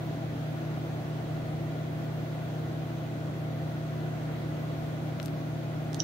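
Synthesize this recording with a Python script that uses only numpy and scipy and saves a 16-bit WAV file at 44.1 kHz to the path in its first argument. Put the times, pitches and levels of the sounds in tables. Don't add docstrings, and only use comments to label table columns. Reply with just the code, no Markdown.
import sys
import numpy as np
from scipy import signal
from scipy.fft import rfft, irfft, next_fast_len
from scipy.io import wavfile
from scipy.ndimage import uniform_filter1d, map_coordinates

SR = 44100
rng = np.random.default_rng(int(sys.argv[2]) if len(sys.argv) > 2 else 0)


def master_out(mix):
    frames = np.transpose(np.atleast_2d(mix))
    ceiling = np.clip(frames, -1, 1)
    pcm = np.round(ceiling * 32767).astype(np.int16)
    wavfile.write(sys.argv[1], SR, pcm)


N = 266275
TOP_HZ = 15730


def undb(db):
    return 10 ** (np.asarray(db) / 20)


def curve(table, hz):
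    f, *columns = np.transpose(table)
    return np.array([np.interp(np.log(hz + 1), np.log(f), c) for c in columns])


def walk(rate):
    hold = int(SR / rate)
    levels = np.repeat(rng.standard_normal(N // hold + 1), hold)
    smooth = uniform_filter1d(uniform_filter1d(levels, hold), hold)
    return 1.32 * smooth[:N]


# frequency in Hz, width in Hz, gain in dB.
RESONANCES = [(150, 6.3, 5.5), (191.6, 9.1, 4), (279.8, 23, 7), (331, 10.7, 11), (359.6, 7.7, 4.5),
              (401.4, 10.5, 7.5), (468.4, 20, 5.5), (257, 13, -5.5), (494, 13, -5.5), (556, 11, -5),
              (714, 15, 2.5), (775, 14, 3.5), (1443, 77, 3.5), (1990, 56, 3.5), (3320, 150, 2),
              (15000, 300, 2)]
RIPPLE_DB, RIPPLE_HZ = 1.4, 20.0


def colour(hz):
    db = sum(lift_db / (1 + (2 * (hz - f) / width) ** 2) for f, width, lift_db in RESONANCES)
    knots = rng.standard_normal((2, 4000))
    ripple = np.array([map_coordinates(side, [hz / RIPPLE_HZ], order=3) for side in knots])
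    return undb(db + RIPPLE_DB * ripple * np.clip(hz / 800, 0, 1))


LEFT_LEADS_S = 0.00023
FLICKER_DB, SWELL_DB = 1, 0.5
# frequency in Hz, left level in dB per Hz, right level in dB per Hz.
RUMBLE_SPECTRUM = [(26, -74, -76), (32, -82, -87), (56, -79.5, -77.5), (85, -70.5, -69), (134, -66, -67.5),
                   (197, -71.5, -67.5), (244, -73.5, -79), (284, -68, -67.5), (357, -70, -71.5),
                   (398, -75.5, -73.5), (526, -72, -72), (645, -70, -71), (772, -72, -74.5),
                   (953, -80, -80.5)]
# frequency in Hz, left level in dB per Hz, right level in dB per Hz.
HISS_SPECTRUM = [(700, -90, -89), (975, -81, -85), (1190, -86.5, -81.5), (1420, -81, -83),
                 (1880, -84.5, -83.5), (2800, -89.5, -88), (3970, -91, -90.5), (5140, -99, -96.5),
                 (6500, -100, -96.5), (8440, -104, -110), (11000, -104, -109), (12500, -103, -105),
                 (14000, -101, -107), (15400, -97, -114)]
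# frequency in Hz, likeness from 0 to 1.
COMMON_SHARE = [(26, .99), (140, 1), (220, 0.65), (285, 0.88), (400, 0.52), (560, 0.73), (690, 0.71),
                (900, 0.29), (2500, 0.02), (4000, 0.02)]


def air():
    size = next_fast_len(N)
    hz = np.arange(size // 2 + 1) * SR / size
    rumble = undb(curve(RUMBLE_SPECTRUM, hz)) ** 2 / (1 + (hz / 1100) ** 6)
    hiss = undb(curve(HISS_SPECTRUM, hz)) ** 2 / (1 + (700 / (hz + 1)) ** 6)
    power = rumble + hiss

    like = np.clip(curve(COMMON_SHARE, hz)[0], 0, 1)
    common, left, right = rfft(rng.standard_normal((3, size)))
    lead = np.exp(2j * np.pi * hz * LEFT_LEADS_S)
    left = np.sqrt(like) * common * lead + np.sqrt(1 - like) * left
    right = np.sqrt(like) * common + np.sqrt(1 - like) * right
    both = np.sqrt(power * SR / 2) * colour(hz) * np.array([left, right])

    out = np.zeros((2, N))
    swell_db = SWELL_DB * walk(1)
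    step = 3 * np.log2(hz / 20 + 1e-9)
    for k in range(31):
        band = np.cos(np.pi / 2 * np.clip(step - k, -1, 1)) ** 2
        flicker_db = FLICKER_DB * k / 30 * walk(25.02)
        out += undb(swell_db + flicker_db) * irfft(both * band, size)[:, :N]
    return out


CREEP_S, CREEP_COUNT = (5.215, 5.27), 9
CREEP_DB, CREEP_RANGE_DB, CREEP_LEFT_DB = -40, 2, 13
CREEP_LOW_HZ = (3000, 11000)


def creep():
    when, size, pitch = rng.random((CREEP_COUNT, 3)).T
    low_hz = CREEP_LOW_HZ[0] + pitch * (CREEP_LOW_HZ[1] - CREEP_LOW_HZ[0])
    start = CREEP_S[0] + when * (CREEP_S[1] - CREEP_S[0])
    db = CREEP_DB + CREEP_RANGE_DB * (2 * size - 1)
    return [(s, level, CREEP_LEFT_DB, f, min(2 * f, TOP_HZ)) for s, level, f in zip(start, db, low_hz)]


TICK_T60_S = 0.0058
TICK_DIP_HZ, TICK_DIP_WIDTH_HZ = 10200, 1800
# start in seconds, peak level in dB before the treble dip is cut,
# left minus right in dB, lower band edge in Hz, upper band edge in Hz.
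GRIP_TICKS = [(5.2000, -21, 16, 1100, 2300), (5.2291, -27, 14, 2100, 12000), (5.2593, -21, 18, 1800, 14000),
              (5.2824, -30, 12, 1000, 3000), (5.9312, -27, -11, 2600, 6500), (5.9453, -20, -9, 3800, 5800),
              (5.9662, -42, -4, 10000, 15000)]


def ticks():
    out = np.zeros((2, N))
    t = np.arange(400) / SR
    for start, db, pan_db, low_hz, high_hz in GRIP_TICKS + creep():
        burst = 0.17 * rng.standard_normal(len(t)) * undb(-60 * t / TICK_T60_S)
        burst[0] = 1
        burst = signal.lfilter(*signal.butter(2, min(high_hz, TOP_HZ), fs=SR), burst)
        burst = signal.lfilter(*signal.butter(3, low_hz, "high", fs=SR), burst)
        burst[0] += 0.3 * np.abs(burst).max()
        i = int(start * SR)
        gains = undb(db + np.minimum([pan_db, -pan_db], 0))
        out[:, i:i + len(t)] += np.outer(gains, burst / np.abs(burst).max())
    return signal.lfilter(*signal.iirnotch(TICK_DIP_HZ, TICK_DIP_HZ / TICK_DIP_WIDTH_HZ, fs=SR), out)


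def ring(x, hz, width_hz):
    t = np.arange(512) / SR
    envelope = t ** 2 * np.exp(-np.pi * width_hz * t)
    response = envelope / envelope.max() * np.sin(2 * np.pi * hz * t)
    return signal.fftconvolve(x, response)[:len(x)]


HARD_SLIP_S, HARD_SLIP_DB = 6.0022, -11
SLIP_GAP_S, SLIP_JITTER = .0026, .15
SLIPS_BEFORE, SLIPS_AFTER = 4, 3
SMALL_SLIP_DB, BUILD_DB_PER_SLIP, FADE_DB_PER_SLIP = -22, 4, 3
CHIRP_LEFT_DB = -13.5
# frequency in Hz, width in Hz, level in dB.
SHELL_MODES = [(3070, 450, -16), (3800, 450, -17), (4540, 450, -21), (5780, 850, 0), (7100, 550, -21)]


def chirp():
    k = np.arange(-SLIPS_BEFORE, SLIPS_AFTER + 1)
    slip_db = SMALL_SLIP_DB - np.where(k < 0, -k * BUILD_DB_PER_SLIP, k * FADE_DB_PER_SLIP)
    slip_db[k == 0] = HARD_SLIP_DB
    jitter = SLIP_JITTER * rng.standard_normal(len(k)) * (k != 0)
    start = HARD_SLIP_S + SLIP_GAP_S * (k + jitter)
    slips = np.zeros(N)
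    slips[(start * SR).astype(int)] = undb(slip_db)
    sound = sum(undb(db) * ring(slips, hz, width_hz) for hz, width_hz, db in SHELL_MODES)
    return np.array([undb(CHIRP_LEFT_DB) * sound, sound])


ROOM_T60_S, ROOM_DB = 0.14, -13.5


def room(x):
    t = np.arange(SR // 4) / SR
    tail = rng.standard_normal((2, len(t))) * undb(-60 * t / ROOM_T60_S) * (t > .002)
    tail *= undb(ROOM_DB) / np.sqrt(np.sum(tail ** 2, axis=1, keepdims=True))
    return x + signal.fftconvolve(x.sum(axis=0, keepdims=True), tail, axes=1)[:, :N]


MAINS_HZ = 60.04
BUZZ_SCATTER_DB, BUZZ_RIGHT_DB = 5.0, -7.0
# frequency in Hz, typical line level in dB on the left.
BUZZ_SPECTRUM = [(1300, -92), (3000, -87), (5500, -91), (7200, -95), (8300, -92), (9700, -92), (10800, -97),
                 (13000, -97)]


def buzz():
    k = np.arange(22, 220)
    db = curve(BUZZ_SPECTRUM, k * MAINS_HZ)[0] + BUZZ_SCATTER_DB * rng.standard_normal((2, len(k)))
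    db[1] += BUZZ_RIGHT_DB
    lines = np.zeros((2, 2049), complex)
    lines[:, k] = 2048 * np.sqrt(2) * undb(db) * np.exp(2j * np.pi * rng.random(db.shape))
    place = np.arange(N) * MAINS_HZ / SR % 1 * 4096
    return np.array([map_coordinates(c, [place], order=3, mode="grid-wrap") for c in irfft(lines)])


WAVER_HZ, WAVER_DB = .06, .5


def tones(rows, waver):
    out = np.zeros((2, N))
    for hz, left_db, right_db, lead in rows:
        pitch = hz + waver * WAVER_HZ * walk(2.95)
        phase = 2 * np.pi * (np.cumsum(pitch) / SR + rng.random())
        gain = np.sqrt(2) * undb(waver * WAVER_DB * walk(2.2))
        left = undb(left_db) * np.sin(phase + lead)
        right = undb(right_db) * np.sin(phase)
        out += gain * np.array([left, right])
    return out


# frequency in Hz, left level in dB, right level in dB, left lead in radians.
LONE_TONES = [(331.6, -56.0, -54.5, -.7), (352.86, -59.5, -63.7, .1)]


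def lone_tones():
    return tones(LONE_TONES, 0.75)


def shaft(table, turn_hz):
    return [(k * turn_hz + shift * 2 * MAINS_HZ, *rest) for k, shift, *rest in table]


FAN_HZ = 23.7615
# multiple of the turn rate, shift in throbs,
# left level in dB, right level in dB, left lead in radians.
FAN_TONES = [(4, 0, -52.4, -53.4, .2), (8, 0, -60.8, -61.0, .4), (12, 0, -52.4, -54.2, .2),
             (21, 0, -67.5, -67.0, .7), (22, 0, -62.2, -59.3, 0.0), (23, 0, -57.1, -58.4, -1.3),
             (24, 0, -77.3, -60.1, 2.6), (22, -1, -70.7, -58.8, -.1), (21, 1, -60.9, -56.1, 0.0),
             (22, 1, -70.7, -60.6, -1.5), (23, 1, -47.6, -56.9, .2)]


def fans():
    return tones(shaft(FAN_TONES, FAN_HZ), 0.62)


MOTOR_HZ = 38.4425
# multiple of the turn rate, shift in throbs,
# left level in dB, right level in dB, left lead in radians.
MOTOR_TONES = [(2, 0, -58.3, -59.6, 0.0), (4, 0, -36.0, -35.9, .3), (6, 0, -66.3, -62.1, .7),
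               (7, 0, -60.7, -62.1, .3), (8, 0, -54.3, -49.4, .6), (12, 0, -60.7, -65.9, 1.4),
               (16, 0, -64.7, -65.2, -.3), (18, 0, -63.4, -69.8, 1.0), (20, 0, -62.0, -62.5, 1.9),
               (1, 1, -56.8, -56.3, .3), (2, 1, -59.4, -60.8, .3), (3, 1, -58.0, -61.0, 1.1)]


def motors():
    return tones(shaft(MOTOR_TONES, MOTOR_HZ), 1.0)


# multiple of the mains, left level in dB, right level in dB,
# left lead in radians.
HUM_TONES = [(2, -40.4, -39.9, 0.0), (3, -49.0, -53.0, .4), (4, -48.7, -48.4, 1.1), (5, -62.8, -61.1, .1),
             (6, -60.1, -56.1, .8), (12, -64.5, -63.8, 1.0), (16, -71.4, -67.2, -1.5),
             (20, -73.6, -69.6, 3.1)]


def transformers():
    return tones([(k * MAINS_HZ, *rest) for k, *rest in HUM_TONES], 0.18)


def scene():
    ovens = transformers() + motors() + fans() + lone_tones()
    return ovens + buzz() + air() + room(ticks() + chirp())


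def record(dry):
    return signal.sosfilt(signal.ellip(16, .5, 60, TOP_HZ, fs=SR, output="sos"), dry)


dry = scene()
out = record(dry)
master_out(out)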